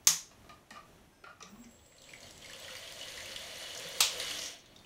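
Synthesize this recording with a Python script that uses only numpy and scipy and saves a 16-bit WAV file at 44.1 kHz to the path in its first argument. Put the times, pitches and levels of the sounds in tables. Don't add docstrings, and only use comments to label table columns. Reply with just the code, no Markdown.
import sys
import numpy as np
from scipy import signal
from scipy.fft import rfft, irfft, next_fast_len
from scipy.io import wavfile
from scipy.ndimage import map_coordinates

SR = 44100
rng = np.random.default_rng(int(sys.argv[2]) if len(sys.argv) > 2 else 0)


def volts_from_db(level):
    exponent = np.asarray(level, float) / 20
    return 10 ** exponent


def wav_out(sig):
    wavfile.write(sys.argv[1], SR, np.round(np.clip(np.atleast_2d(sig).T, -1, 1) * 32767).astype(np.int16))


N = 213976

# time [s], churn level [dB], slosh in the reservoir [dB].
CHURN_COURSE = [(1.7, -71.5, 8.5), (2.02, -65, 5.5), (2.09, -58, 2), (2.22, -58, 2), (2.26, -54, 4.5),
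                (2.36, -58.5, -3), (2.5, -52, 4), (2.71, -48, 1.5), (2.8, -48.5, -1), (3.21, -46, -0.5),
                (3.57, -44.5, -2), (3.8, -44, 1), (4.1, -43, 1.5), (4.2, -39.5, 2.5), (4.316, -39.5, -10),
                (4.47, -43.5, -6.5), (4.62, -59.5, -7), (4.85, -70.5, -6)]
# centre [Hz], width [Hz], level [dB].
HOUSING_MODES = [(1033, 120, -8.5), (1570, 410, -6), (1930, 200, 0.5), (2160, 290, -2.5), (2960, 130, 3),
                 (3270, 100, 2.5), (3540, 220, -2), (4380, 270, -1)]


def unit(x):
    return x / np.sqrt(np.mean(x ** 2) + 1e-20)


def along(points, hz):
    f, v = np.transpose(points)
    return np.interp(np.log(hz + 1), np.log(f + 1), v)


def ramp(times_s, values):
    return np.interp(np.arange(N) / SR, times_s, values)


def curves(rows):
    s, *cols = np.transpose(rows)
    return [ramp(s, c) for c in cols]


def wobble(rate):
    knots = rng.standard_normal(int(N * rate / SR) + 4)
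    return map_coordinates(knots, [np.arange(N) * rate / SR])


def filtered(x, response):
    m = next_fast_len(len(x) + 8192)
    return irfft(rfft(x, m) * response(np.fft.rfftfreq(m, 1 / SR)), m)[:len(x)]


def modes(table):
    def response(f):
        total = 0
        for k, (c, w, db) in enumerate(table):
            total = total + (-1) ** k * volts_from_db(db) * 1j * f * w / (c * c - f * f + 1j * f * w)
        return total
    return response


def steep(table):
    return lambda f: sum(volts_from_db(db) * modes([(c, 1.55 * w, 0)])(f) ** 2 for c, w, db in table)


def causal(spectrum):
    def response(f):
        cep = irfft(np.log(volts_from_db(along(spectrum, f)) + 1e-6))
        cep[1:len(f) - 1] *= 2
        cep[len(f):] = 0
        return np.exp(rfft(cep))
    return response


def roomy(x, wet_db, drive=None):
    # frequency [Hz], t60 [s].
    kitchen_t60 = [(200, 0.25), (1000, 0.35), (3000, 0.32), (6000, 0.32), (10000, 0.27), (16000, 0.2)]
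    hz, t, z = signal.stft(rng.standard_normal(SR // 3), SR, nperseg=256)
    decay = volts_from_db(-60 * t / along(kitchen_t60, hz)[:, None])
    tail = signal.istft(z * decay, SR, nperseg=256)[1]
    tail = np.pad(tail / np.linalg.norm(tail), (round(.004 * SR), 0))
    wet = signal.fftconvolve(x if drive is None else drive, tail)
    return np.pad(x, (0, len(tail) - 1)) + volts_from_db(wet_db) * wet


def add(track, s, piece):
    part = track[round(s * SR):][:len(piece)]
    part += piece[:len(part)]


def puff(t60, rise=0.00021):
    t = np.arange(SR // 8) / SR
    burst = rng.standard_normal(SR // 8) * volts_from_db(-60 * t / t60) * (1 - np.exp(-t / rise))
    return burst / np.linalg.norm(burst)


def grains(per_s, spread_db, clump):
    draw = rng.random((N, 3))
    hit = draw[:, 0] < per_s / SR * np.exp(clump * wobble(30))
    size = volts_from_db(np.minimum(-spread_db * np.log(draw[:, 2]), 9))
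    return unit(hit * np.sign(draw[:, 1] - .5) * size)


def bubbles(per_s, centre_hz, octaves, cycles, spread_db):
    at = np.flatnonzero(rng.random(N) < per_s / SR * np.exp(.45 * wobble(35)))
    draw, t = rng.random((len(at), 2)), np.arange(220) / SR
    hz = np.clip(centre_hz * 2 ** (octaves * rng.standard_normal(len(at))), 600, 13500)[:, None]
    size = volts_from_db(np.minimum(-spread_db * np.log(draw[:, :1]), 12))
    envelope = np.exp(-t * hz / cycles) * (1 - np.exp(-t * hz))
    wave = size * np.sin(2 * np.pi * hz * t * (1 + 20 * t)) * envelope
    place = at[:, None] + np.arange(220)
    return unit(np.bincount(place.ravel(), wave.ravel(), N + 220)[:N])


def fine_foam(knocks):
    # frequency [Hz], level [dB per Hz].
    foam_colour = [(2650, -9.5), (4500, -4.5), (5060, -8), (6460, -5.5), (6920, -6.5), (7650, -12.5),
                   (9070, -10), (10600, -14.5), (13700, -18.5), (14900, -18.5), (16000, -37.5)]
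    fade_s = (4.52, 4.65)
    spray = bubbles(per_s=630, centre_hz=7600, octaves=0.483, cycles=2.0, spread_db=5.5)
    spit = 0.35 * knocks + 0.5 * spray + rng.standard_normal(N)
    fizz = unit(roomy(filtered(spit, causal(foam_colour)), wet_db=-11.0)[:N])
    lone = bubbles(per_s=45, centre_hz=10000, octaves=0.48, cycles=9, spread_db=3.5)
    return volts_from_db(-5 + ramp(fade_s, [0, -11])) * (fizz + 0.16 * lone)


def reservoir(churn_db, slosh_db):
    # centre [Hz], width [Hz], level [dB].
    chamber_modes = [(535.3, 68, 0.5), (920, 270, -13.5)]
    # centre [Hz], width [Hz], level [dB].
    neck_modes = [(656, 71, 0)]
    # centre [Hz], width [Hz], level [dB].
    panel_modes = [(90.6, 26, 3.5), (174, 58, -13.5)]
    drain_s = (3.4, 3.8)
    gulp_db = 2.5 * wobble(11)
    chamber_db = -21.5 + .8 * churn_db + slosh_db - 0.28 * gulp_db
    inlet_db = -36 + .6 * churn_db + 0.14 * slosh_db + gulp_db
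    stir = volts_from_db(0.57 * wobble(25)) * rng.standard_normal(N)
    drained = ramp(drain_s, [0, .65]) * unit(filtered(stir, modes([(498, 26, 0)])))
    slosh = unit(filtered(stir, steep(chamber_modes))) + drained
    boom = unit(filtered(volts_from_db(2.4 * wobble(21)) * rng.standard_normal(N), modes(panel_modes)))
    gurgle = unit(filtered(volts_from_db(3.2 * wobble(22.06)) * rng.standard_normal(N), steep(neck_modes)))
    return volts_from_db(inlet_db + 2.5) * gurgle + volts_from_db(chamber_db + 0.2) * slosh + volts_from_db(0.64 * chamber_db - 33) * boom


def flow():
    churn_db, slosh_db = curves(CHURN_COURSE)
    knocks = grains(per_s=800, spread_db=1.5, clump=.45) + 0.64 * rng.standard_normal(N)
    pockets = bubbles(per_s=400, centre_hz=2940, octaves=0.48, cycles=2.2, spread_db=1.5)
    housing = unit(filtered(knocks, modes(HOUSING_MODES)))
    crackle = unit(roomy(housing + 0.535 * pockets, wet_db=-2.5)[:N])
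    torn = volts_from_db(churn_db) * (volts_from_db(-3.0) * crackle + fine_foam(knocks))
    return ramp([1.6, 1.75], [0, 1]) * (torn + reservoir(churn_db, slosh_db))


def pops():
    # time [s], peak [dB], ring [Hz].
    thuds = [
        (0.086, -49.5, 157),
        (0.714, -51, 212),
        (1.227, -56, 410),
        (1.425, -49.5, 446),
        (1.78, -60, 70.5),
        (2.235, -57, 91),
        (2.63, -56.5, 90),
        (2.74, -58, 99),
        (3.23, -60, 86),
        (3.85, -54, 160),
    ]
    # time [s], peak [dB], ring [Hz].
    first_ticks = [(1.404, -46, 5500), (1.4235, -42, 2330), (1.4242, -37.5, 5920), (1.4255, -42.5, 3740),
                   (1.638, -52, 2200), (1.642, -48, 5760), (1.71, -58, 11000), (1.791, -58, 3270),
                   (1.862, -52, 8260), (1.92, -56, 1990), (1.966, -59, 8900)]
    # time [s], peak [dB], ring [Hz].
    large_pockets = [(1.9818, -48, 4260), (2.0184, -48, 3560), (2.039, -47, 3420), (2.089, -46, 2450),
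                     (2.1339, -36.5, 2080), (2.204, -45, 6400), (2.2296, -42, 4380), (2.2686, -48, 3200),
                     (2.3081, -48, 4600), (2.4216, -43, 3020), (2.4451, -42.5, 2160), (2.459, -39.5, 4500),
                     (2.4975, -42.5, 1670), (2.5331, -36, 3000), (2.6455, -39.5, 2990), (2.68, -39.5, 1930),
                     (2.706, -37.5, 3040), (2.7523, -35.5, 2090), (2.7664, -37.5, 4500),
                     (2.875, -38.5, 3130), (3.0114, -34, 2960), (3.0291, -36, 3180), (3.083, -39, 3040),
                     (3.1738, -38.5, 2000), (3.2044, -38, 2140), (3.258, -37, 2900), (3.3175, -41, 4350),
                     (3.361, -31, 3130), (3.749, -36, 5700), (3.7755, -37, 6500)]
    # time [s], peak [dB], ring [Hz].
    coasting_knocks = [(4.1993, -28.5, 3990), (4.2144, -35, 2100), (4.3113, -32.5, 2960),
                       (4.3893, -29.5, 4570), (4.4182, -33.5, 3040), (4.459, -36, 6100),
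                       (4.5343, -53, 6050), (4.5892, -59, 5800), (4.6591, -49.5, 3780), (4.761, -44, 3670),
                       (4.762, -51, 5260), (4.789, -49.5, 4335), (4.8444, -47.5, 2910)]
    # time [s], peak [dB].
    dull_bursts = [
        (2.0184, -50),
        (2.3083, -47),
        (2.378, -49),
        (2.5329, -48),
        (2.601, -49),
        (2.7525, -44),
        (2.9232, -41.5),
        (3.7751, -43),
        (3.797, -43),
    ]
    crack_share = 0.39
    out, churn_db = np.zeros(N), curves(CHURN_COURSE)[0]

    def splash(f):
        return modes([(5000, 7500, 0)])(f) ** 4 + .8 * modes(HOUSING_MODES)(f)

    for s, db, hz in thuds + first_ticks + large_pockets + coasting_knocks:
        ring = filtered(puff(0.022, rise=0.0015), lambda f: modes([(hz, .2 * hz, 0)])(f) ** 2)
        crack = filtered(puff(0.0086), splash) * (hz > 1000)
        crack_db = 7.5 + (1 - crack_share) * (churn_db[round(s * SR)] - db)
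        pop = ring / np.abs(ring).max() + volts_from_db(crack_db) * crack / (np.abs(crack).max() + 1e-9)
        add(out, s, volts_from_db(db - 1) * roomy(pop, wet_db=-3.5))
    for s, db in dull_bursts:
        crack = filtered(puff(0.01), steep([(5400, 4700, 0)]))
        add(out, s, volts_from_db(db + 7.5) * roomy(crack / np.abs(crack).max(), wet_db=-6))
    return out


def rotor():
    # centre [Hz], width [Hz], level [dB].
    bearing_modes = [(5700, 630, 3), (6600, 530, 1), (7050, 390, -4), (9500, 520, -17)]
    # time [s], level [dB].
    kicks = [
        (4.534, -64),
        (4.66, -63),
        (4.762, -62),
    ]
    t, loudest_s = np.arange(N) / SR, 4.468
    swell_db, stall_db = 35 * (loudest_s - t), 169 * (t - loudest_s)
    loose = volts_from_db(-41 - np.maximum(swell_db, stall_db)) * ramp([4.27, 4.36], [0, 1])
    for s, db in kicks:
        loose = loose + (t > s) * volts_from_db(db - 60 * np.abs(t - s) / 0.098)
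    chatter = grains(per_s=570, spread_db=14, clump=0.78) + 0.27 * rng.standard_normal(N)
    rattle = unit(roomy(filtered(chatter, modes(bearing_modes)), wet_db=-4.5)[:N])
    return loose * volts_from_db(-3.5) * rattle


def hum(table, start_s, stop_s, cog_depth=0):
    hz, db = curves(table)
    t = np.arange(N) / SR
    gate = ramp([start_s - .03, start_s, stop_s, stop_s + .04], [0, 1, 1, 0])
    cog = 1 + cog_depth * np.cos(2 * np.pi * 14 * (t - 1.536))
    turn = 2 * np.pi * np.cumsum(hz) / SR
    return gate * cog * volts_from_db(db + 0.62 * wobble(29.57)) * (np.sin(turn) + 0.034 * np.sin(2 * turn))


def windings():
    # time [s], pitch [Hz], level [dB].
    groan = [
        (1.42, 161.2, -65),
        (1.536, 205.4, -53),
        (1.614, 241.5, -52),
        (1.68, 233.5, -55.5),
        (1.76, 230, -70),
    ]
    # time [s], pitch [Hz], level [dB].
    rundown = [
        (4.25, 291, -90),
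        (4.32, 300.6, -57),
        (4.5, 296, -67.5),
        (4.7, 291, -74),
        (4.76, 295, -89),
    ]
    return hum(groan, 1.41, 1.75, cog_depth=0.68) + hum(rundown, 4.25, 4.76)


def supply():
    # frequency [Hz], level [dB].
    coil_squeal = [(1600, -74), (5210, -77), (5600, -85), (6000, -80.5), (6400, -88.5), (8400, -79)]
    t, squeal = np.arange(N) / SR, np.zeros(N)
    for hz, db in coil_squeal:
        squeal += volts_from_db(db + 2 * wobble(60)) * np.sin(2 * np.pi * hz * t + .8 * wobble(60))
    charging = ramp([1.11, 1.13, 1.22, 1.27], [0, 1, 1, 0])
    return charging * squeal + volts_from_db(-87) * np.sin(2 * np.pi * 10492 * t)


def driver():
    # time [s], level [dB], load [0-1].
    whistle = [
        (1.45, -100, 0),
        (1.47, -69.5, 0.5),
        (1.7, -64.5, 0.4),
        (2.03, -61, 0.3),
        (2.15, -63, 0.7),
        (2.62, -65, .85),
        (2.75, -76, .5),
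        (3.0, -61, .4),
        (3.2, -76, .6),
    ]
    # time [s], level [dB].
    octave = [
        (1.46, -100),
        (1.49, -73),
        (2.2, -81),
        (2.4, -92),
        (2.7, -78),
        (3.12, -76),
        (3.3, -95),
    ]
    whistle_db, load = curves(whistle)
    load = np.clip(load, 0, 1)
    awake_s = np.arange(N) / SR - whistle[0][0]
    clock = 2 * np.pi * np.cumsum(7632 - 9 * awake_s) / SR
    carrier = clock + (.55 + .9 * load) * wobble(260)
    step = 2 * np.pi * np.cumsum(62 + 172 * awake_s) / SR + .9 * wobble(90)
    main = (1 - 0.63 * load) * volts_from_db(4 * wobble(30)) * np.sin(carrier)
    side = load * volts_from_db(4 * wobble(30)) * (np.sin(clock + step) + 0.3 * np.sin(clock - step))
    first = (main + side) * volts_from_db(whistle_db) * ramp([3.2, 3.4], [1, 0])
    second = volts_from_db(curves(octave)[0] + 4 * wobble(30)) * np.sin(2 * clock + .45 * wobble(120))
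    return first + second


def snap(contacts, tone, wet_db):
    out, colour = np.zeros(N), causal(tone)
    even = filtered(signal.unit_impulse(SR // 8), colour)
    for s, db in contacts:
        direct = 0.41 * even + filtered(puff(0.011), colour)
        add(out, s, volts_from_db(db + 20.5) * roomy(direct, wet_db, even))
    return out


def switch():
    # time [s], level [dB].
    on_contacts = [
        (.048, -53.5),
        (.052, -58.5),
        (.0712, -8),
        (.0742, -9.5),
        (.0726, -21.5),
        (.078, -21.5),
    ]
    # time [s], level [dB].
    off_contacts = [
        (4.0045, -19.5),
        (4.006, -11),
        (4.0082, -10.5),
    ]
    # frequency [Hz], level [dB per Hz].
    on_colour = [(88, -59), (150, -20), (589, -22.5), (1140, -10), (1530, -17.5), (1900, -8.5), (2700, -12),
                 (3770, -5), (4410, -8), (6510, 4), (7770, -7.5), (10600, -12), (11900, -10), (16000, -18)]
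    # frequency [Hz], level [dB per Hz].
    off_colour = [(180, -21), (300, -33), (774, -10), (1010, -6.5), (1140, -7), (1970, -12.5), (2250, -3),
                  (3760, 4), (4090, 1.5), (7440, -2.5), (10600, -16), (14000, -14.5), (16000, -16)]
    return snap(on_contacts, on_colour, wet_db=0) + snap(off_contacts, off_colour, wet_db=-1.0)


def funnel():
    # time [s], level [dB], hardness [dB], bowl note [Hz], contact t60 [s].
    taps = [(.31, -51, -10, 1180, 0.064), (.444, -50, -19, 1170, 0.046), (.492, -39, -14, 1210, 0.051),
            (.706, -42.5, -2, 1220, 0.025), (.738, -41, -19, 1275, 0.11), (.752, -40, -20, 1200, .097),
            (.766, -41.5, -18, 1203, 0.054), (.787, -48, -25.5, 1240, 0.038), (.979, -59, -20, 1316, 0.035),
            (1.238, -37.5, -20, 1385, .047), (1.262, -38, -25, 1235, 0.15), (1.292, -47, -17, 1410, 0.14),
            (1.404, -38.5, -21, 1207, 0.046), (1.466, -49.5, -10.5, 1350, 0.073),
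            (1.55, -50, -25, 1100, 0.13)]
    # centre [Hz], width [Hz], level [dB].
    upper_modes = [(682, 120, -1), (1860, 210, -7), (2450, 220, -6.5), (2820, 180, -8.5), (4090, 590, -16)]
    out = np.zeros(N)
    for s, db, edge_db, hz, t60 in taps:
        over_db = 7 + 0.54 * edge_db
        bowl = [(hz, 95, 2.5)]
        bowl += [(c, w, g + over_db + rng.normal(0, 0.81)) for c, w, g in upper_modes]
        body = filtered(puff(t60, rise=0.0014), steep(bowl))
        rim = filtered(puff(t60 / 2), modes([(5060, 2900, edge_db - 7)]))
        rim = filtered(rim, modes([(4950, 4100, 0.0031)]))
        add(out, s, volts_from_db(db + 34.5) * roomy(body + rim, wet_db=-1))
    return out


def quiet_air():
    # frequency [Hz], level [dB per Hz].
    air_colour = [(12, -49), (20, -3), (77, -3), (399, -7.5), (472, -12.5), (607, -10), (1330, -17.5),
                  (3250, -21), (4940, -27.5), (5850, -23.5), (7730, -28.5), (12800, -31), (16000, -36)]
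    hiss = filtered(rng.standard_normal(N), lambda f: volts_from_db(along(air_colour, f)))
    return volts_from_db(-62 + 1.7 * wobble(4.4)) * unit(hiss)


def scene():
    pump = flow() + pops() + rotor() + windings()
    electronics = supply() + driver()
    return (pump + electronics + switch() + funnel() + quiet_air())[None]


def low_pass(x):
    return signal.sosfilt(signal.butter(12, 16470, fs=SR, output="sos"), x)


def record(dry):
    mix = filtered(dry[0], lambda hz: hz < 15750)[None]
    return low_pass(mix)


dry = scene()
out = record(dry)
wav_out(out)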